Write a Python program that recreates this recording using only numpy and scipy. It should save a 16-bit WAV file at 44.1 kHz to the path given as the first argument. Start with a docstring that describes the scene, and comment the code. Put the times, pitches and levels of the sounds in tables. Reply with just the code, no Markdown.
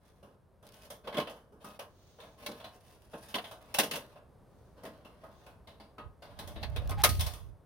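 """Outdoors, a phone at arm's length from a galvanized live trap being set by hand, over faint distant rumble.
The carrying handle drops and the sheet-metal box rings. The wire bail knocks, and scrapes by catching and
slipping on the rough zinc; fingers rub along the wire. The door is swung up and latched: near seven seconds
the hinge squeaks and the door snaps, the loudest blow, while a gust buffets the microphone."""
import sys
import numpy as np
from scipy import signal
from scipy.fft import rfft, irfft, next_fast_len
from scipy.io import wavfile

SR = 44100
rng = np.random.default_rng(int(sys.argv[2]) if len(sys.argv) > 2 else 0)


def unload_audio(sound):
    """Save the sound as a 16-bit wav file, at the path given as the first command line argument."""
    columns = np.transpose(np.atleast_2d(sound))
    # keep every value between -1 and 1, then stretch to whole-number steps
    steps = np.round(np.clip(columns, -1, 1) * 32767)
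    wavfile.write(sys.argv[1], SR, steps.astype(np.int16))


N = 337365
TIME = np.arange(N) / SR
RING_SIZE = 16384  # samples in one ring of the box
RING_TIME, RING_HZ = np.arange(RING_SIZE) / SR, np.fft.rfftfreq(RING_SIZE, 1 / SR)

# spectrum of the distant rumble: freq_hz, gain_db
RUMBLE_SPECTRUM = [(15, -34.5), (25, -7.5), (64, 6), (117, 2.5), (195, -3.5), (300, -9.5), (420, -5.5),
                   (600, -8), (820, -13.5), (1100, -15.5), (2500, -32.5), (5000, -36.5), (7400, -41.5),
                   (9300, -35), (16000, -43.5)]
# course of the rumble: time_s, level_db
RUMBLE_LEVEL = [(0, -65), (4.5, -59.5), (7.65, -61.5)]
# spectrum of wind on the microphone: freq_hz, gain_db
GUST_SPECTRUM = [(15, -38.5), (25, -15), (52, -1), (88, 0.5), (125, -7), (180, -20.5), (260, -33.5),
                 (400, -33.5), (700, -85)]
# puffs of wind: peak_s, level_db, half_length_s
PUFFS = [(6.074, -48.5, 0.039), (6.858, -36, 0.31), (7.153, -36, 0.16), (7.478, -47, 0.076)]
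# fingers rubbing along the wire: start_s, end_s, level_db
FINGER_RUBS = [(1.845, 2.46, -66.5), (4.448, 4.822, -77.5), (5.317, 5.5, -71)]
# spectrum of skin on wire: freq_hz, gain_db
RUB_SPECTRUM = [(2500, -6), (3600, 0), (5200, -3.5), (6700, -1), (7400, -17), (9000, -8), (11000, -28),
                (16000, -3)]
# strokes of metal sliding on metal: start_s, fastest_s, end_s, level_db, hardness_db
STROKES = [(0, 0.05, 0.36, -72, -6), (0.64, 0.87, 0.98, -61, -4), (1.03, 1.06, 1.42, -54, -19),
           (1.6, 1.67, 1.79, -54, -10), (2.37, 2.44, 2.8, -56, -9), (2.72, 2.9, 3.2, -64, -3),
           (3.1, 3.3, 3.6, -58, -2), (3.6, 3.87, 4.2, -53, -11), (4.76, 4.83, 5.08, -57, -18),
           (5.1, 5.35, 5.56, -62, -15), (6.22, 6.85, 7.05, -51, -19), (7.1, 7.21, 7.37, -55, 1),
           (7.33, 7.38, 7.53, -66, -7)]
# spectrum of the dry tick of a zinc grain: freq_hz, gain_db
TICK_SPECTRUM = [(800, -32), (2500, 1), (5500, 1), (7600, -9), (9200, -1), (16000, -6)]
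# sharpest snaps of the sliding wire: start_s, level_db
WIRE_SNAPS = [(0.668, -49), (0.69, -52), (0.722, -56), (0.743, -52), (0.77, -60), (2.519, -49),
              (6.875, -45), (6.897, -44), (6.909, -38.5), (7.019, -38)]
# course of the hinge squeak: time_s, pitch_hz, level_db
HINGE_SQUEAK = [(6.965, 888.6, -60), (6.985, 887, -39), (7.003, 804, -35.5), (7.018, 845, -37),
                (7.032, 840, -48)]
# spectrum of the rasp in the hinge: freq_hz, gain_db
RASP_SPECTRUM = [(400, -40), (1100, -6), (2000, -7.5), (4000, -13), (7000, -26.5), (16000, -27)]
# blows that set the bail ringing: start_s, level_db, hardness_db (added to its high modes)
BAIL_BLOWS = [(1.649, -47, -45), (5.239, -57, -26), (5.984, -43, -42), (6.914, -44.5, -30.5),
              (7.036, -26, -1.5)]
# modes of the bail: pitch_hz, gain_db, t60_s
BAIL_TONES = [(1066, -8, .22), (1252, 0, .25), (1916, -17, .25), (2640, -19, .22), (11601, -19, .45),
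              (13151, -1, .14), (13385, -13, .17), (14815, -20, .5)]
# the sheet metal's bands (boom, body, clank, sizzle): lower_edge_hz, trim_db, build_up_s, t60_share
BANDS = [(125, -2.5, 0.005, 1.33), (416, -4, 0.006, 1.26), (1620, -4.5, 0.0031, 0.93),
         (5270, -2, 0.002, 0.92)]
# overall voice of the panels: freq_hz, gain_db
PANEL_SPECTRUM = [(130, -6), (205, -4), (300, -2.5), (355, -7), (470, 3.5), (650, 3.5), (1100, 2),
                  (1800, -3), (3400, -4), (5500, -11), (7600, -20.5), (9200, -12.5), (12500, -14.5),
                  (16000, -18.5)]
# panel modes with a set weight: pitch_hz, weight_db
MAIN_MODES = [(160, 0.5), (207, 8.5), (232, -0.5), (462, 6.5), (590, 7.5), (652, 8), (727, 4), (1062, 10.5),
              (1245, 6.5), (1663, 8.5), (2153, -10), (2680, 3), (3030, 4), (3442, 7.5), (4717, -3),
              (9152, 12)]
# the hand holds the door firmly and chokes the ring: start_s, end_s
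FIRM_GRIPS = [(2.45, 2.55), (3.3, 3.42), (6.6, 7.0)]
# where the blows lie as the phone turns away from the trap: time_s, left_minus_right_db
TRAP_BEARING = [(0, -1), (6.3, 0.5), (7.0, 1)]
# blows on the trap, with the other bands relative to the body:
# start_s, body_db, boom_db, clank_db, sizzle_db, panel_hz, wire_hz
BLOWS = [(0.227, -53, -3, -12.5, -18.5, 533, 2870), (0.625, -54.5, -6.5, -13, -15.5, 550, 3300),
         (0.666, -74.5, 10, 7, -3, 630, 4670), (0.901, -43, -12.5, -7, -7, 630, 3460),
         (1.071, -32.5, -15, -10, -24.5, 520, 3100), (1.124, -39, -17, -8, -25, 587, 2050),
         (1.142, -38.5, -1, -3.5, -18.5, 462, 3120), (1.168, -30.5, -0.5, -3.5, -18, 554, 3270),
         (1.18, -25.5, -8, -7.5, -22, 605, 2190), (1.198, -33.5, -10, -2, -16, 1090, 3010),
         (1.27, -39, -13, -4.5, -21.5, 510, 3030), (1.295, -45.5, -8, -8, -12, 485, 3070),
         (1.362, -57.5, -5, -10.5, -15, 476, 2990), (1.52, -60.5, 4.5, -19, -17.5, 444, 2940),
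         (1.643, -45.5, -5, -14, -11, 1220, 2720), (1.791, -39, -20.5, -6.5, -12.5, 590, 2900),
         (2.185, -48, -30, -16, -30, 610, 3080), (2.2, -53, -25, -0.5, -12, 600, 3600),
         (2.233, -52.5, -5, -10, -17, 620, 2380), (2.461, -37.5, -19, 1.5, -6, 606, 4060),
         (2.485, -41.5, 1, -15, -17, 547, 3430), (2.513, -48, -1, -2, -11, 460, 4100),
         (2.599, -45.5, -22, -7, -20, 630, 3300), (2.641, -42.5, -12.5, -3.5, -16.5, 630, 4000),
         (3.133, -37.5, -6.5, -14, -29, 624, 2630), (3.341, -33, -5, 4.5, -11.5, 1060, 3060),
         (3.353, -31.5, -5.5, -1, -11.5, 1060, 3330), (3.381, -34.5, -18, -1, -17.5, 730, 2950),
         (3.44, -45, -20, 0.5, -14.5, 640, 3230), (3.51, -44, -17, -7.5, -12.5, 636, 3850),
         (3.741, -35, -18, 2, -2, 603, 2690), (3.785, -22.5, -10.5, -1, -3, 764, 3870),
         (3.795, -27.5, -8.5, 2.5, -3, 598, 2670), (3.832, -36, -2, 0, -3.5, 640, 2760),
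         (3.91, -40.5, -4.5, 4.5, -1, 507, 2850), (3.934, -39, -6, 2, -8, 475, 2720),
         (3.954, -35.5, -12, -3.5, -6.5, 590, 2880), (4.156, -48.5, -17.5, -14, -29, 586, 2670),
         (4.833, -44, 0.5, -14, -15.5, 582, 2040), (4.85, -42, -10.5, -7.5, -15.5, 627, 1890),
         (5.047, -51.5, -5.5, -5, -16, 1054, 2800), (5.235, -45.5, -11, -18, -24.5, 640, 1920),
         (5.462, -51, -10, -7.5, -14.5, 525, 2500), (5.671, -50.5, -8, -3.5, -16, 655, 3840),
         (5.798, -51, -2.5, -6, -17.5, 805, 4730), (5.981, -42.5, -7, -9.5, -27, 1240, 2710),
         (6.221, -47.5, -16.5, -7, -16, 654, 4500), (6.388, -43, -5, -1.5, -8.5, 813, 3900),
         (6.473, -48.5, -8, -3.5, -6, 584, 3370), (6.558, -46.5, -1, -2, -23, 664, 3900),
         (6.628, -38, -11, 3, -13.5, 810, 4280), (6.76, -40, -5, 3, -10.5, 423, 3670),
         (6.892, -37, -8, -9.5, -10.5, 756, 3400), (6.913, -38, -7, -4.5, -13, 1070, 2260),
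         (7.036, -17.5, -17.5, -1, -2.5, 1235, 3960), (7.045, -28.5, -7.5, 5, 3, 1250, 2110),
         (7.089, -47.5, 4.5, 8.5, 7.5, 620, 4300), (7.193, -42.5, -19, 2, -1.5, 715, 3820),
         (7.205, -41, -17, 5.5, 3, 636, 3400), (7.263, -43, -32, 1, -0.5, 640, 4370),
         (7.333, -51, -7, -2, -2.5, 1040, 3450)]


def undb(db):
    """Decibels to gain."""
    return np.exp(np.asarray(db) * (np.log(10) / 20))


def unit(x):
    """Scale to rms 1."""
    return x / np.sqrt(np.mean(x ** 2))


def curves(table):
    """Each column of a table, joined by straight lines in time."""
    times, *columns = np.transpose(table)
    return [np.interp(TIME, times, column) for column in columns]


def colour(spectrum, hz):
    """Gain of a spectrum table at the given frequencies."""
    freq_hz, gain_db = np.transpose(spectrum)
    return undb(np.interp(np.log(hz + 1), np.log(freq_hz), gain_db))


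def noise(spectrum):
    """Noise shaped by a spectrum table, rms 1."""
    size = next_fast_len(N)
    shaped = rfft(rng.standard_normal(size)) * colour(spectrum, np.fft.rfftfreq(size, 1 / SR))
    return unit(irfft(shaped, size)[:N])


def wander(rate_hz):
    """Slow random drift around zero."""
    knots = rng.standard_normal(1024)
    return 0.85 * np.interp(TIME * rate_hz, np.arange(len(knots)), knots)


def pan(db):
    """Left and right gains for a level difference."""
    return undb(np.array([db, -db]).reshape(2, -1) / 2)


def add(out, start_s, sound):
    """Mix a sound in at start_s."""
    start = max(int(start_s * SR), 0)
    out[:, start:start + sound.shape[1]] += sound[:, :N - start]


def distant_rumble(side_db=-9, swell_db=1.0):
    """Far-off outdoor rumble, slowly swelling, mostly alike at both microphones."""
    level_db, = curves(RUMBLE_LEVEL)
    mid = noise(RUMBLE_SPECTRUM) * undb(swell_db * wander(4.2))
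    side = noise(RUMBLE_SPECTRUM) * undb(side_db)
    return np.array([mid + side, mid - side]) * undb(level_db)


def gust(flutter_db=3, pan_db=-5):
    """Puffs swell and die; their eddies hit each microphone port on its own, the right one harder."""
    strength = sum(undb(db) * np.exp(-((TIME - peak_s) / half_s) ** 2) for peak_s, db, half_s in PUFFS)
    ports = np.array([noise(GUST_SPECTRUM) * undb(flutter_db * wander(16)) for _ in range(2)])
    return ports * strength * pan(pan_db)


def finger_rubs(grain_db=2):
    """Skin slides on the wire: a thin, grainy hiss that swells and fades."""
    speed = sum(undb(db) * np.sin(np.pi * np.clip((TIME - start) / (end - start), 0, 1))
                for start, end, db in FINGER_RUBS)
    hiss = np.array([noise(RUB_SPECTRUM), noise(RUB_SPECTRUM)])
    return hiss * speed * undb(grain_db * wander(68))


def stroke_gains(fade_s=0.017, swell_db=8.5, sink_db=12, hardness_share=0.46):
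    """Body, clank and sizzle gains: a stroke grows to its fastest moment, then sinks as the hand slows."""
    gains = np.zeros((3, N))
    for start, fastest, end, db, hardness_db in STROKES:
        edge = np.clip(np.minimum(TIME - start, end - TIME) / fade_s, 0, 1)
        speed = edge * undb(np.interp(TIME, [start, fastest, end], [-swell_db, 0, -sink_db]))
        clank_db = db - 1 + hardness_share * hardness_db
        gains += np.outer(undb([db, clank_db, db + hardness_db]), speed)
    return gains


def zinc_ticks(per_s=32, tick_s=0.0016, gain_db=7, spread_db=4, side_db=-5):
    """Single rough grains snap off the sliding contact, too light to ring the panels."""
    *_, sizzle = stroke_gains()
    snaps = (rng.random(N) < per_s / SR) * sizzle
    snaps *= undb(gain_db + spread_db * np.clip(rng.standard_normal(N), -2, 2))
    for start_s, db in WIRE_SNAPS:
        snaps[int(start_s * SR)] += undb(db)
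    decays = signal.lfilter([1], [1, -np.exp(-1 / (tick_s * SR))], snaps)
    mid, side = noise(TICK_SPECTRUM), noise(TICK_SPECTRUM) * undb(side_db)
    return np.array([mid + side, mid - side]) * decays


def hinge_squeak(overtone_db=-16, waver=0.035, rasp_db=-7):
    """Regular stick-slip in the hinge: a short wavering tone, with a rasp once a cycle."""
    pitch_hz, level_db = curves(HINGE_SQUEAK)
    phase = 2 * np.pi * np.cumsum(pitch_hz * (1 + waver * wander(130))) / SR
    tone = sum(undb(overtone_db * k) * np.sin((k + 1) * phase) for k in range(3))
    rasp = noise(RASP_SPECTRUM) * (1 + np.cos(phase)) / 2
    sounding = (TIME > HINGE_SQUEAK[0][0]) & (TIME < HINGE_SQUEAK[-1][0])
    return sounding * undb(level_db) * (tone + undb(rasp_db) * rasp)


def bail_ring(high_hz=6000):
    """The steel rod rings with a few clean tones; only a hard blow wakes the high ones."""
    out = np.zeros((2, N))
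    for start_s, db, hardness_db in BAIL_BLOWS:
        for hz, mode_db, t60_s in BAIL_TONES:
            mic_phases = 2 * np.pi * rng.random() + min(hz / 2500, 2) * rng.standard_normal((2, 1))
            fade = undb(db + mode_db + hardness_db * (hz > high_hz) - 60 * RING_TIME / t60_s)
            add(out, start_s, fade * np.sin(2 * np.pi * hz * RING_TIME + mic_phases))
    return out


def panel_modes(spacing_hz=15, between_db=-12, half_lead_s=0.00004):
    """Mode weights by band, microphone and frequency; a thin plate has about equally many per hertz."""
    is_mode = rng.random(len(RING_HZ)) < RING_HZ[1] / spacing_hz
    weight = np.where(is_mode, 1., undb(between_db))
    for hz, db in MAIN_MODES:
        weight[int(round(hz / RING_HZ[1]))] = undb(db - 0.5)
    # short waves leave from all over the box and reach the microphones out of step; the right is nearer
    scatter_rad = np.minimum(RING_HZ / 2000, 1) ** 1.5
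    skew_rad = scatter_rad * rng.standard_normal(len(RING_HZ)) - np.pi * RING_HZ * half_lead_s
    mic_phases = np.exp(1j * np.array([skew_rad, -skew_rad]))
    highpasses = [1 / (1 + (edge_hz / (RING_HZ + 1)) ** 12) for edge_hz, *_ in BANDS]
    bandpasses = -np.diff(highpasses, axis=0, append=0)
    return bandpasses[:, None] * weight * colour(PANEL_SPECTRUM, RING_HZ) * mic_phases


def favour(hz, width, db):
    """Extra weight for the modes around one note; width is a share of its frequency."""
    return 1 + (undb(db) - 1) / (1 + ((RING_HZ / hz - 1) / width) ** 2)


def box_ring(modes, t60_s, notes, uneven_db=3.5, cluster_db=1.5, cluster_hz=170):
    """The ring of one contact point, by band: each spot weights single modes and clusters its own way."""
    single, cluster = rng.standard_normal((2, len(RING_HZ)))
    cluster = np.interp(RING_HZ / cluster_hz, np.arange(len(cluster)), cluster)
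    spot = notes * undb(uneven_db * single + cluster_db * cluster)
    phases = np.exp(2j * np.pi * rng.random(len(RING_HZ)))
    waves = irfft(modes * spot * phases)
    onset = waves[..., :SR // 20].mean(axis=1)
    waves /= np.sqrt(np.mean(onset ** 2, axis=1))[:, None, None]
    _, trim_db, build_up_s, t60_share = np.transpose(BANDS)[..., None]
    rise = 1 - np.exp(-RING_TIME / build_up_s)
    fade = undb(trim_db - 60 * RING_TIME / (t60_s * t60_share))
    return waves * (rise * fade)[:, None]


def scrapes(modes, slips_per_s=380, t60_s=0.21, door_hz=600, tick_s=0.0013, spots=26):
    """Wire and door catch and slip on rough zinc, each slip a tiny blow, creeping from spot to spot."""
    body, clank, sizzle = stroke_gains()
    band_gains = [body * undb(-7), body * undb(-1), clank * undb(-1), sizzle * undb(1)]
    sizes = undb(4.2 * np.minimum(rng.exponential(size=N), 4.2))
    slips = (rng.random(N) < slips_per_s / SR) * sizes * np.sign(rng.standard_normal(N))
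    door_note = favour(door_hz, width=0.04, db=7)
    tick = 1 + 3 * np.exp(-RING_TIME / tick_s)
    sound = np.zeros((len(BANDS) * 2, N))  # a row for each band at each microphone
    for stretch in np.array_split(np.arange(N), spots):
        ring = box_ring(modes, t60_s, door_note) * tick
        ring = ring.reshape(len(sound), -1)[:, :RING_SIZE // 2]
        add(sound, stretch[0] / SR, signal.fftconvolve(slips[None, stretch], ring, axes=1))
    return sum(unit(band) * gain for band, gain in zip(sound.reshape(-1, 2, N), band_gains))


def soft_contact(gap_db, wire_hz, edge_hz=4800, level_gap_db=-6):
    """A soft contact cannot drive the top of the clank; the gap from clank to sizzle sets the treble."""
    edge_hz = max(edge_hz, 1.2 * wire_hz)  # the wire's own note always gets through
    top = 1 - 1 / (1 + (RING_HZ / edge_hz) ** 16)
    return undb(top * 0.76 * (gap_db - level_gap_db))


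def ring_time(start_s, db, medium_t60_s=0.26, medium_db=-42, halvings_per_db=0.0561, grip_share=0.64):
    """The harder the sheet is driven, the faster it loses its energy; a firm hand chokes it further."""
    held = any(start < start_s < end for start, end in FIRM_GRIPS)
    return medium_t60_s * 2 ** (halvings_per_db * (medium_db - db)) * (grip_share if held else 1)


def knocks(modes, contact_s=0.0011, crack_s=0.0083, dent_s=0.0043):
    """Each blow dents the sheet and cracks, the more so the harder the contact; then the box rings on."""
    out = np.zeros((2, N))
    push = 1 - np.exp(-RING_TIME / contact_s)  # the touch loads the sheet gradually
    for start_s, body_db, boom_db, clank_db, sizzle_db, panel_hz, wire_hz in BLOWS:
        notes = favour(panel_hz, width=0.085, db=6) * favour(wire_hz, width=0.05, db=9)
        notes *= soft_contact(sizzle_db - clank_db, wire_hz)
        bands = box_ring(modes, ring_time(start_s, body_db), notes)
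        ring = sum(band * undb(db) for band, db in zip(bands, [boom_db, 0, clank_db, sizzle_db]))
        crack = 1 + 1.87 * undb(0.37 * sizzle_db - 2) * np.exp(-RING_TIME / crack_s)
        dent = np.sin(2 * np.pi * panel_hz * RING_TIME) * np.exp(-RING_TIME / dent_s)
        add(out, start_s, (ring * crack + dent) * push * undb(body_db))
    return out * pan(*curves(TRAP_BEARING))


def scene():
    """The trap at arm's length in the open air, with no walls to echo it."""
    modes = panel_modes()
    trap = knocks(modes) + scrapes(modes) + zinc_ticks() + finger_rubs() + bail_ring() + hinge_squeak()
    return trap + gust() + distant_rumble()


def record(dry):
    """The phone cuts the treble above 16 kHz."""
    return signal.sosfilt(signal.ellip(10, .2, 70, 16000, fs=SR, output="sos"), dry)


dry = scene()
out = record(dry)
unload_audio(out)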